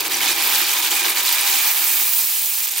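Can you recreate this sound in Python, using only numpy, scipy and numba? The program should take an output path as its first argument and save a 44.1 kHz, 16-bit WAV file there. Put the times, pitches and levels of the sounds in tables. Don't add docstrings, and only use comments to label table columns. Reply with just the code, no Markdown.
import sys
import numpy as np
from scipy import signal
from scipy.fft import rfft, irfft, next_fast_len
from scipy.io import wavfile
from scipy.ndimage import uniform_filter1d
from numba import njit

SR = 44100
rng = np.random.default_rng(int(sys.argv[2]) if len(sys.argv) > 2 else 0)


def amplitude_ratio(level_db):
    exponent = np.asarray(level_db, float) / 20
    return 10 ** exponent


def store_pcm(level_fs):
    pcm = np.round(np.clip(level_fs, -1, 1) * 32767).astype(np.int16)
    wavfile.write(sys.argv[1], SR, np.atleast_2d(pcm).T)


N = 123479
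LEAD_IN = 64


def unit(x):
    return x / np.sqrt(np.mean(x ** 2))


def curve(table, axis):
    rows = np.array(table)
    return np.interp(np.arange(N) / SR, rows[:, 0], rows[:, axis])


def walk(rate_hz):
    hold = int(SR / rate_hz)
    steps = np.repeat(rng.standard_normal(400), hold)[:N + hold]
    slewed = uniform_filter1d(uniform_filter1d(steps, hold), hold)[:N]
    return slewed / slewed.std()


def colour(x, table):
    hz, rows = np.fft.rfftfreq(4096, 1 / SR) + 1, np.array(table)
    gain = amplitude_ratio(np.interp(np.log(hz), np.log(rows[:, 0]), rows[:, 1]))
    cepstrum = irfft(np.log(gain))
    cepstrum[1:2048] *= 2
    cepstrum[2049:] = 0
    impulse = irfft(np.exp(rfft(cepstrum)))
    return signal.fftconvolve(x, impulse[None], axes=1)[:, :N]


@njit
def rings(at_s, hz, cycles, left, right, lag, n):
    out = np.zeros((2, n + 4096))
    for k in range(len(at_s)):
        turn = np.exp(2j * np.pi * hz[k] / SR - hz[k] / SR / cycles[k])
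        start_l = at_s[k] * SR
        start_r = start_l + lag[k]
        i, j = int(start_l), int(start_r)
        ring_l = turn ** (i + 1 - start_l)
        ring_r = turn ** (j + 1 - start_r)
        for m in range(min(4000, int(5 * cycles[k] * SR / hz[k]) + 2)):
            out[0, i + 1 + m] += left[k] * ring_l.imag
            out[1, j + 1 + m] += right[k] * ring_r.imag
            ring_l *= turn
            ring_r *= turn
    return out[:, LEAD_IN:n + LEAD_IN]


def shower(count, lo_hz, hi_hz, cycles, scatter_db, pan_db, spread_db, spread_us):
    calming = 0.72
    when, pitch, rarity = rng.random((count, 3)).T
    place, delay, other = rng.standard_normal((count, 3)).T
    hz = np.minimum(lo_hz * (hi_hz / lo_hz) ** pitch, .45 * SR)
    size_db = -scatter_db * (3.5 + np.log(rarity + 0.0047)) * (1 - calming * when)
    size = amplitude_ratio(size_db) * hz / hi_hz * np.sign(other)
    pan = pan_db + np.clip(spread_db, 0, 5) * place
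    lag = np.clip(spread_us * 1e-6 * SR * delay, -30, 30)
    at_s = 32 / SR + when * N / SR
    return unit(rings(at_s, hz, cycles * amplitude_ratio(2.96 * other), size * amplitude_ratio(pan / 2), size * amplitude_ratio(-pan / 2), lag, N))


def ring_pot(x, db, heap):
    # (frequency [Hz], width [Hz], level [dB])
    modes = [(355.6, 85, 16), (795, 37, 0.5), (963, 56, 0.5), (1170, 60, -6), (1620, 290, -11),
             (2290, 70, -5), (2410, 41, 1), (3022, 61, -2), (3480, 68, -2), (3825, 150, -4),
             (4570, 380, -11)]
    waver_db, waver_hz, heap_db = 1.5, 18.0, 1
    out = x
    for hz, width_hz, mode_db in modes:
        level_db = db + mode_db + waver_db * walk(waver_hz) + heap_db * heap * (1500 < hz < 2700)
        out = out + amplitude_ratio(level_db) * signal.lfilter(*signal.iirpeak(hz, hz / width_hz, fs=SR), x)
    return out


def rattle(flow_db, heap):
    # (frequency [Hz], level [dB])
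    tick_colour = [(400, -84), (1500, -27.5), (2500, -7), (5000, -5), (9000, -3), (10800, -6), (13000, -1),
                   (15700, -3.5)]
    ticks = shower(count=16000, lo_hz=1506.0, hi_hz=19860.0, cycles=3.0,
                   scatter_db=2.0, pan_db=-1.5, spread_db=4.0, spread_us=16.4)
    clumps_db = (1 - 1.1 * heap) * (0.47 * walk(21.0) + 2.3 * walk(80))
    return unit(colour(ticks, tick_colour)) * amplitude_ratio(-4.5 + flow_db + 4.1 * heap + clumps_db)


def splash(flow_db, heap):
    # (frequency [Hz], level [dB])
    splash_colour = [(250, -38), (550, -26), (800, -7), (1400, -7.5), (2400, -2.5), (4000, -1), (9000, -6),
                     (16000, -4.5)]
    level_db, heap_db = -3, -12
    plops = shower(count=20000, lo_hz=397.3, hi_hz=18600.0, cycles=1.76,
                   scatter_db=1.5, pan_db=-1.34, spread_db=3.5, spread_us=27.8)
    wet = unit(colour(ring_pot(plops, 1.0, heap), splash_colour))
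    clumps_db = (1 - 0.7 * heap) * (0.27 * walk(18.1) + .8 * walk(59.96))
    return wet * amplitude_ratio(level_db + flow_db + heap_db * (heap - .5) + clumps_db)


def knocks():
    # (time [s], crack level [dB], ring level [dB], ring pitch [Hz])
    hits = [(0.0074, 1, -31, 2400), (0.0792, 0, -25, 2480), (0.1111, -4, -29, 2100),
            (0.1182, -14, -19, 4850), (0.145, -13, -36, 3140), (0.1715, -6, -34, 4580),
            (0.1844, -4, -26, 3930), (0.2083, -15, -18, 2370), (0.229, -13, -21, 3050),
            (0.2325, -8, -19, 2310), (0.2424, -13, -26, 3940), (0.2614, -10, -26, 3860),
            (0.2816, -4, -20, 2290), (0.2958, -12, -28, 2270), (0.4154, -11, -25, 2220),
            (0.424, 2.5, -22, 3040), (0.559, -11, -12.5, 3740), (0.617, 2, -30, 2430),
            (0.737, -11, -23, 2840), (0.801, -11, -20, 2260), (0.9149, -17, -15, 3200),
            (1.0816, -9, -19, 2380), (1.1734, -15, -20, 2200), (1.258, -6, -24, 4600),
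            (1.412, -19, -31, 4530), (2.6708, -19, -24, 3460), (2.709, -18, -30, 3120),
            (2.7362, -12, -20, 4170), (2.7616, -12, -20.5, 4690)]
    at_s, crack_db, ring_db, ring_hz = np.array(hits).T
    at_s = np.r_[at_s, at_s] + LEAD_IN / SR + 0.000762
    size = amplitude_ratio(np.r_[crack_db - 1, ring_db + 6.5])
    hz = np.r_[0 * ring_hz + 13000., ring_hz]
    cycles = np.r_[0 * ring_hz + 1.3, 0 * ring_hz + 3.0]
    sound = rings(at_s, hz, cycles, size * amplitude_ratio(-3.5), size * amplitude_ratio(1.0), 0 * at_s, N)
    return signal.sosfilt(signal.butter(3, 1200, "high", fs=SR, output="sos"), sound)


def pings():
    # (time [s], level [dB], pitch [Hz])
    collisions = [(0.005, -21, 4700), (0.006, -22, 8500), (0.007, -21, 14470), (0.007, -24, 12050),
                  (0.049, -21.5, 2410), (0.118, -20, 4850), (0.122, -18, 14980), (0.145, -16, 5700),
                  (0.17, -17, 8610), (0.184, -22, 12300), (0.207, -17, 2230), (0.233, -17, 13780),
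                  (0.241, -16, 3960), (0.28, -21, 13600), (0.294, -16, 14980), (0.295, -27, 7570),
                  (0.303, -17.5, 2250), (0.318, -17, 5340), (0.321, -19, 9300), (0.422, -15.5, 4990),
                  (0.422, -21, 10160), (0.438, -17, 12570), (0.444, -21, 8700), (0.475, -15, 12230),
                  (0.478, -23, 9810), (0.491, -18, 11880), (0.548, -19, 8260), (0.586, -13, 12740),
                  (0.616, -16, 13200), (0.737, -20, 7750), (0.747, -26, 10200), (0.79, -15, 14290),
                  (0.801, -26, 10500), (0.851, -17, 8300), (0.886, -20, 14980), (0.951, -22, 10160),
                  (0.979, -19, 9600), (0.998, -17, 14400), (1.061, -17, 2920), (1.082, -20, 12570),
                  (1.092, -19, 11540), (1.098, -19, 13700), (1.1, -16, 10330), (1.1, -18, 2230),
                  (1.108, -21, 12910), (1.174, -19, 4820), (1.177, -25, 9200), (1.184, -21, 6800),
                  (1.234, -15, 13430), (1.26, -13, 14980), (1.28, -15.5, 4130), (1.28, -26, 13600),
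                  (1.326, -12, 14980), (1.413, -14.5, 9700), (1.669, -20.5, 2410), (1.694, -17, 6100),
                  (1.715, -15, 12910), (2.135, -13, 14400), (2.709, -23, 6440), (2.778, -17, 9100)]
    level_db, decay_s, spread_s = -0.5, 0.0019, .0015
    at_s, db, hz = np.repeat(np.array(collisions), 3, axis=0).T
    delay, detune, place = rng.standard_normal((len(at_s), 3)).T
    size, pan = amplitude_ratio(db + level_db), -2.4 + 1.6 * place
    start_s = np.maximum(at_s + spread_s * delay, 0) + LEAD_IN / SR
    tones = rings(start_s, hz * (1 + 0.024 * detune), hz * decay_s,
                  size * amplitude_ratio(pan / 2), size * amplitude_ratio(-pan / 2), 0 * at_s, N)
    return signal.sosfilt(signal.butter(4, 1400, "high", fs=SR, output="sos"), tones)


def stream_db():
    # (time [s], level change [dB], half length [s])
    stream_changes = [(0.026, -3.5, 0.015), (0.09, -5, 0.019), (0.2, -5, 0.0046), (0.348, -4, 0.027),
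                      (0.648, -1, 0.011), (0.82, -3.5, 0.01), (0.896, -3.5, 0.011), (1.025, -1.5, 0.018),
                      (1.139, -8, 0.013), (1.233, -3.5, 0.02), (1.735, -4, 0.015), (2.666, -6, 0.0057),
                      (2.701, -6, 0.0072), (2.744, -4.5, 0.018),
                      (0.225, 2.5, .016), (0.322, 2.2, .015), (.425, -1.5, 0.013), (0.552, 1.5, 0.018),
              (0.646, 0, 0.012), (0.773, -0.5, .02), (.85, -0.2, .015), (1.055, 1.6, 0.011),
              (1.101, 0, 0.0085), (1.187, 1.9, 0.013), (1.28, 0.6, 0.022), (1.47, 1.8, .02),
              (1.556, 2.6, 0.017), (2.147, 1.5, .012), (2.2, 2.8, 0.03), (2.78, 1.7, 0.011)]
    t = np.arange(N) / SR
    return sum(db * np.exp(-((t - at_s) / half_s) ** 2) for at_s, db, half_s in stream_changes)


def fizz(foam_db):
    # (frequency [Hz], level [dB])
    foam_colour = [(2000, -35), (4200, -12.5), (6400, -14), (9200, -6.5), (10800, -7), (13000, -2.5),
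                   (15700, 2)]
    foam = shower(count=50000, lo_hz=2920.0, hi_hz=19000.0, cycles=5.7,
                  scatter_db=3.0, pan_db=-2.0, spread_db=5.0, spread_us=9.9)
    return unit(colour(foam, foam_colour)) * amplitude_ratio(foam_db + 0.4 * walk(30))


def simmer(hum_db, heap):
    # (frequency [Hz], level [dB])
    bubble_colour = [(30, -51), (90, -24), (200, -15.5), (330, -9), (560, -10.5), (850, -1.5), (1500, -9.5),
                     (4000, -20)]
    level_db, heap_db, hum_share = -33, -18.5, 0.21
    pops = shower(count=5000, lo_hz=138.0, hi_hz=3930.0, cycles=1.8,
                  scatter_db=1.5, pan_db=-0.2, spread_db=-2.0, spread_us=32.0)
    total_db = level_db + heap_db * heap + hum_share * (hum_db - hum_db.max()) + 0.76 * walk(8.6)
    return unit(colour(ring_pot(pops, -2.3, heap), bubble_colour)) * amplitude_ratio(total_db)


def hum(hum_db):
    # (frequency [Hz], level [dB], wobble [dB])
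    partials = [(60, -21, 4), (120.5, -1, 3), (247.5, 1, 4), (587, 4, 3)]
    t = np.arange(N) / SR + np.array([[0], [.00015]])
    lines = 0
    for hz, db, wobble_db in partials:
        lines = lines + amplitude_ratio(db + wobble_db * walk(15.0)) * np.sin(2 * np.pi * (hz * t + rng.random()))
    return np.sqrt(2) * amplitude_ratio(hum_db) * lines


def kitchen(x):
    t60_s, level_db, band_hz = 0.078, -13, [700, 11900]
    t = np.arange(SR // 3) / SR
    tail = rng.standard_normal((2, len(t))) * amplitude_ratio(-60 * t / t60_s) * (t > .002)
    tail = signal.lfilter(*signal.butter(2, band_hz, "band", fs=SR), tail)
    tail = tail / np.sqrt((tail ** 2).sum(1, keepdims=True))
    return x + amplitude_ratio(level_db) * signal.fftconvolve(x, tail, axes=1)[:, :N]


def scene():
    # (time [s], flow level [dB], heap [0-1], foam level [dB])
    pour = [(0, -24, 0, -29), (.1, -22, 0.03, -32), (.2, -24, 0, -40), (.27, -20.5, 0, -31),
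            (.58, -19, 0.26, -22), (.7, -19, 0.29, -36), (.9, -19.5, 0.29, -30), (1.08, -21, 0.12, -27),
            (1.3, -19, 0.37, -34), (1.45, -20, 0.35, -25), (1.7, -17.5, 0.58, -18), (1.76, -20, 0.52, -19),
            (2.0, -21.5, 0.6, -18), (2.18, -24, 0.86, -19.5), (2.3, -22.5, 0.97, -21.5),
            (2.5, -24.5, 1, -22.5), (2.65, -23, 1, -24), (2.8, -22.5, 0.93, -35)]
    # (time [s], level [dB])
    hum_steps = [(0, -58), (.55, -59), (.66, -66), (1.33, -66), (1.46, -75), (1.9, -79), (2.8, -79)]
    gaps_db, hum_db = stream_db(), curve(hum_steps, axis=1)
    flow_db, heap = curve(pour, axis=1) + gaps_db, curve(pour, axis=2)
    foam_db = curve(pour, axis=3) + 0.73 * gaps_db
    pasta = rattle(flow_db, heap) + splash(flow_db, heap) + knocks() + pings()
    water = fizz(foam_db) + simmer(hum_db, heap)
    return kitchen(pasta + water) + hum(hum_db)


def band_limit(x):
    return signal.sosfilt(signal.butter(12, 17070, fs=SR, output="sos"), x)


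def record(dry):
    # (frequency [Hz], level [dB])
    right_port = [(100, 0.5), (1200, -0.46), (2200, 2.9), (4000, -2.07), (7000, 0), (11000, 0.3),
                  (16000, 3)]
    top_hz, slope_hz = 15900, 150
    n = next_fast_len(N + 4096)
    ports = np.vstack([dry[:1], colour(dry[1:], right_port)])
    low_pass = np.clip((top_hz - np.fft.rfftfreq(n, 1 / SR)) / slope_hz, 0, 1)
    mix = irfft(rfft(ports, n) * low_pass, n)[:, :N]
    return band_limit(mix)


dry = scene()
out = record(dry)
store_pcm(out)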